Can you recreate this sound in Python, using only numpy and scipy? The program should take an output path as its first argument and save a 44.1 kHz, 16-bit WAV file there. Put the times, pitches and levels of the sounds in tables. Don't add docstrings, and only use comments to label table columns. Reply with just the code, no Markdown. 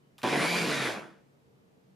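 import sys
import numpy as np
from scipy import signal
from scipy.fft import rfft, irfft, next_fast_len
from scipy.io import wavfile
from scipy.ndimage import uniform_filter1d, map_coordinates

SR = 44100
rng = np.random.default_rng(int(sys.argv[2]) if len(sys.argv) > 2 else 0)


def persist_wave(psi):
    counts = np.round(np.clip(psi, -1, 1) * 32767).astype(np.int16)
    wavfile.write(sys.argv[1], SR, np.atleast_2d(counts).T)


def nominal_scale(level):
    x = np.asarray(level, float) / 20
    return 10 ** x


N = 85995


def unit(x):
    return x / np.sqrt(np.mean(x ** 2) + 1e-20)


def along(points, hz):
    point_hz, value = np.transpose(points)
    return np.interp(np.log(hz + 1), np.log(point_hz + 1), value)


def wobble(rate):
    return map_coordinates(rng.standard_normal(4000), [np.arange(N) * rate / SR])


def filtered(x, response):
    m = next_fast_len(x.shape[-1] + SR // 2)
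    spectrum = rfft(x, m) * response(np.fft.rfftfreq(m, 1 / SR))
    return irfft(spectrum, m)[..., :x.shape[-1]]


def peak(f, hz, width_hz):
    return 1j * f * width_hz / (hz * hz - f * f + 1j * f * width_hz)


def body(modes):
    return lambda f: sum((-1) ** k * nominal_scale(db) * peak(f, hz, width_hz)
                         for k, (hz, width_hz, db) in enumerate(modes))


def paired(pair, alike):
    def mix(hz):
        angle = np.arccos(np.clip(along(alike, hz), -1, 1)) / 2
        return np.array([np.cos(angle), np.sin(angle)])

    mid, side = filtered(pair, mix)
    return np.array([mid + side, mid - side])


def patchy(spectrum, patchy_db, channels=1):
    z = signal.stft(rng.standard_normal((channels, N)), nperseg=512)[2]
    field = uniform_filter1d(rng.standard_normal(z.shape[1:]), 5, 0)
    field = uniform_filter1d(field, 8, 1)
    x = signal.istft(z * nominal_scale(patchy_db * unit(field)), nperseg=512)[1][:, :N]
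    return unit(filtered(x, lambda hz: nominal_scale(along(spectrum, hz))))


def bursts(rows):
    t = np.arange(N) / SR
    envelope = sum(nominal_scale(db - 60 * np.abs(t - s) / t60_s) * (t >= s) for s, db, t60_s in rows)
    return rng.standard_normal(N) * envelope


def running():
    # (time [s], shaft speed [Hz], effort [dB])
    motor_course = [
        (0.228, 118, -35.5),
        (.33, 146, -33),
        (0.421, 151.8, -31.5),
        (0.501, 172.9, -33.5),
        (.57, 177.5, -34.5),
        (0.719, 146.6, -33),
        (.84, 131.9, -31),
        (0.919, 114.6, -36.5),
        (0.989, 82.6, -45),
    ]
    on_s, rise_s, stop_s = .2305, 0.0016, 0.069
    t = np.arange(N) / SR
    s, hz, db = np.transpose(motor_course)
    gate = np.clip((t - on_s) / rise_s, 0, 1) * np.exp(-np.clip(t - s[-1], 0, None) / stop_s)
    return np.interp(t, s, hz), nominal_scale(np.interp(t, s, db)) * gate


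def motor(speed_hz, effort):
    # (multiple of shaft speed, level [dB], wander rate [1/s], wander depth [dB])
    shaft = [(1, -3.5, 12, 1.2), (2, -10, 18, 2.5), (3.3, -15, 25, 3.5)]
    # (multiple of shaft speed, level [dB], blur [Hz])
    mesh = [(13.5, -12, 180), (27, -18, 300), (54, -32, 400), (64, -29, 1100), (75, -32, 700)]
    # (frequency [Hz], density [dB per Hz])
    grind_spectrum = [(30, -15.5), (100, -17), (200, -1.5), (330, -10), (450, -6.5), (1210, -12.5),
                      (1900, -12), (3000, -23), (6600, -120)]
    # (frequency [Hz], density [dB per Hz])
    fizz_spectrum = [(1400, -20), (2500, -4), (2900, -6), (4700, -10), (7600, -17), (10100, -22),
                     (12800, -33), (14200, -37), (15300, -48), (15600, -120)]
    # (frequency [Hz], width [Hz], level [dB])
    housing = [(313, 25, 2.5), (343.6, 18, 7), (385, 25, 1.5), (591, 40, -0.5), (800, 76, -1.5),
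               (1500, 44, 4.5), (1650, 70, 1.5), (1906, 110, 0.5), (2226, 90, 4), (2416, 67, 6),
               (3820, 140, 2.5), (5000, 150, 2.5), (10100, 600, 5.5), (12600, 560, 5)]
    speed_bright_db, unbalance_db = 9, 12
    coast_s, coast_db_per_s = .86, -62
    grind_db, fizz_db, swell_db, gate_share = 0.5, -5.5, 1.2, 0.17
    phase_drift_rad = .3

    turn = 2 * np.pi * np.cumsum(speed_hz) / SR
    bright = nominal_scale(speed_bright_db * np.log2(speed_hz / 150))
    load = nominal_scale(coast_db_per_s * np.clip(np.arange(N) / SR - coast_s, 0, None))

    tones = 0
    for k, db, rate, depth_db in shaft:
        level = nominal_scale(db + depth_db * wobble(rate)) * np.sqrt(2)
        tones = tones + level * np.sin(k * turn + phase_drift_rad * wobble(rate))
    tones = tones * nominal_scale(unbalance_db * np.log2(speed_hz / 160))

    gears = 0
    for k, db, blur_hz in mesh:
        line = wobble(blur_hz) * np.sin(k * turn) + wobble(blur_hz) * np.cos(k * turn)
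        gears = gears + nominal_scale(db + 3.04 * wobble(14)) * line

    gate = 1 + gate_share * np.sin(turn + 1.0 * wobble(40.17))
    grind = nominal_scale(grind_db + swell_db * wobble(7.8)) * patchy(grind_spectrum, patchy_db=3.0)[0]
    fizz = nominal_scale(fizz_db + swell_db * wobble(13.88)) * bright * patchy(fizz_spectrum, patchy_db=1.0)[0]

    def shell(f):
        return np.prod([1 + (nominal_scale(db) - 1) * peak(f, hz, width_hz) for hz, width_hz, db in housing], axis=0)

    return effort * tones + filtered(effort * (gears * bright * load + gate * (grind + fizz)), shell)


def pieces(effort):
    # (frequency [Hz], width [Hz], level [dB])
    jar = [(225.2, 150, -1.5), (367.6, 42, 3), (544, 180, -8.5), (792.5, 29, 2.5), (871, 270, -3),
           (1020, 270, -2), (1535, 87, -7), (2300, 370, -28), (3370, 180, -2.5)]
    # (time [s], level [dB])
    jolts = [(.232, -18), (.240, -4), (0.2449, -15.5), (0.248, -5.5), (0.257, -8), (.266, -8), (.274, -5),
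             (0.286, -15), (0.317, -23), (0.328, -4.5), (0.357, -13.5)]
    pieces_per_s, pieces_db, spread_db = 500, -12, 1.5
    soft_hz, jolt_db = 1780, 23.5
    ring = body(jar)
    hits = rng.random(N) < pieces_per_s / SR
    hail = hits * nominal_scale(spread_db * rng.exponential(size=N)) * rng.choice([-1, 1], N)
    small = unit(filtered(hail, ring)) * nominal_scale(pieces_db) * effort
    blows = np.zeros(N)
    for s, db in jolts:
        blows[round(s * SR)] = nominal_scale(db + jolt_db)
    return small + filtered(blows, lambda f: ring(f) / (1 + 1j * f / soft_hz) ** 2)


def relay():
    # (time [s], level [dB], ring [Hz], t60 [s], hiss [dB])
    contacts = [
        (0.1811, -57.5, 3340, .06, -2),
        (0.1833, -59.5, 1186, .2, -4.5),
        (.217, -53, 2300, .04, -13.5),
        (.2315, -41, 2860, .06, -20),
    ]
    clicks = np.zeros(N)
    for s, db, hz, t60_s, hiss_db in contacts:
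        burst = bursts([(s, db, t60_s)])
        clicks += filtered(burst, lambda f: nominal_scale(hiss_db) * peak(f, 6000, 14000) + 7.1 * peak(f, hz, 900))
    return clicks


def hub():
    # (time [s], level [dB], t60 [s])
    ticks = [
        (.364, -40, .04),
        (.41, -46, .04),
        (.445, -45, .04),
        (.512, -44, .03),
        (.554, -44, .03),
        (.854, -38, .05),
    ]
    # (frequency [Hz], width [Hz], level [dB])
    hub_modes = [(9600, 600, 0), (10300, 900, -2), (11100, 700, -5)]
    return 2 * filtered(bursts(ticks), body(hub_modes))


def settle():
    # (frequency [Hz], level [dB], t60 [s])
    base_modes = [(146, -50, 0.43), (334, -42, 0.36), (460, -44, 0.23), (1460, -55, 0.39)]
    start_s, rise_s = 1, 0.031
    t = np.clip(np.arange(N) / SR - start_s, 0, None)
    ring = 0
    for hz, db, t60_s in base_modes:
        level = nominal_scale(db - 60 * t / t60_s + 1.6 * wobble(21.4))
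        ring = ring + level * np.sin(2 * np.pi * hz * t + .4 * wobble(25.05))
    return (1 - np.exp(-t / rise_s)) * ring


def kitchen(x):
    # (frequency [Hz], t60 [s])
    decay = [(100, 1), (400, 0.5), (2000, 0.28), (12000, 0.35)]
    # (frequency [Hz], level [dB])
    wet_level = [(60, -23), (150, -11.5), (350, -9.5), (1400, -6), (2500, -9.5), (4500, -4), (9000, -2),
                 (15000, -0.5)]
    # (frequency [Hz], left-right likeness)
    room_alike = [(60, -.2), (200, .2), (1000, .1), (2500, -.5), (4500, .9), (9000, -.4)]
    hz, t, z = signal.stft(rng.standard_normal((2, SR)), SR, nperseg=256)
    tail = signal.istft(z * nominal_scale(-60 * t / along(decay, hz)[:, None]), SR, nperseg=256)[1]
    tail = tail / np.linalg.norm(tail, axis=1, keepdims=True)
    delayed = np.pad(x, (130, 0))[None]
    wet = signal.fftconvolve(delayed, tail, axes=1)[:, :N]
    return filtered(paired(wet, room_alike), lambda f: nominal_scale(along(wet_level, f)))


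def air():
    # (frequency [Hz], density [dB per Hz])
    air_spectrum = [(15, -62.5), (25, -28), (140, -5.5), (220, -6.5), (330, -9.5), (468, -10.5), (646, -16),
                    (719, -17.5), (15400, -43.5)]
    # (frequency [Hz], left-right likeness)
    air_alike = [(60, 0.42), (180, 0.74), (550, 0.09), (1640, -0.43), (4950, 0.17), (14900, 0.4)]
    # (frequency [Hz], width [Hz], level [dB])
    hum_lines = [(138.3, 16, -71), (190, 13, -72), (458.8, 5.1, -74)]
    # (time [s], half length [s], level [dB])
    squeaks = [
        (0.055, .07, -84),
        (1.575, .07, -91),
    ]
    air_db, squeak_hz, squeak_width_hz = -63, 3010, 120

    def narrow(hz, width_hz):
        return unit(filtered(rng.standard_normal((2, N)), lambda f: peak(f, hz, width_hz) ** 2))

    t = np.arange(N) / SR
    hiss = nominal_scale(air_db - 2.0) * paired(patchy(air_spectrum, patchy_db=0.5, channels=2), air_alike)
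    hum = sum(nominal_scale(db) * paired(narrow(hz, width_hz), air_alike) for hz, width_hz, db in hum_lines)
    swell = sum(nominal_scale(db) * np.exp(-((t - s) / half_s) ** 4) for s, half_s, db in squeaks)
    return hiss + hum + swell * narrow(squeak_hz, squeak_width_hz)


def shaped(x):
    low_cut_hz = 115
    notch_hz, notch_width_hz, notch_depth = 7960, 260, 0.92

    def response(f):
        notch = 1 - notch_depth * peak(f, notch_hz, notch_width_hz)
        return notch / (1 + low_cut_hz / (1j * f + 1e-3)) ** 3

    return filtered(x, response)


def scene():
    balance_db = -0.25
    speed_hz, effort = running()
    near = shaped(motor(speed_hz, effort) + pieces(effort) + relay() + hub())
    direct = near * nominal_scale([[balance_db], [-balance_db]])
    return direct + settle() + kitchen(near) + air()


def top_cut(x):
    return signal.sosfilt(signal.butter(12, 15530, fs=SR, output="sos"), x)


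def record(dry):
    top_hz = 15400
    mix = filtered(dry, lambda f: f < top_hz)
    return top_cut(mix)


dry = scene()
out = record(dry)
persist_wave(out)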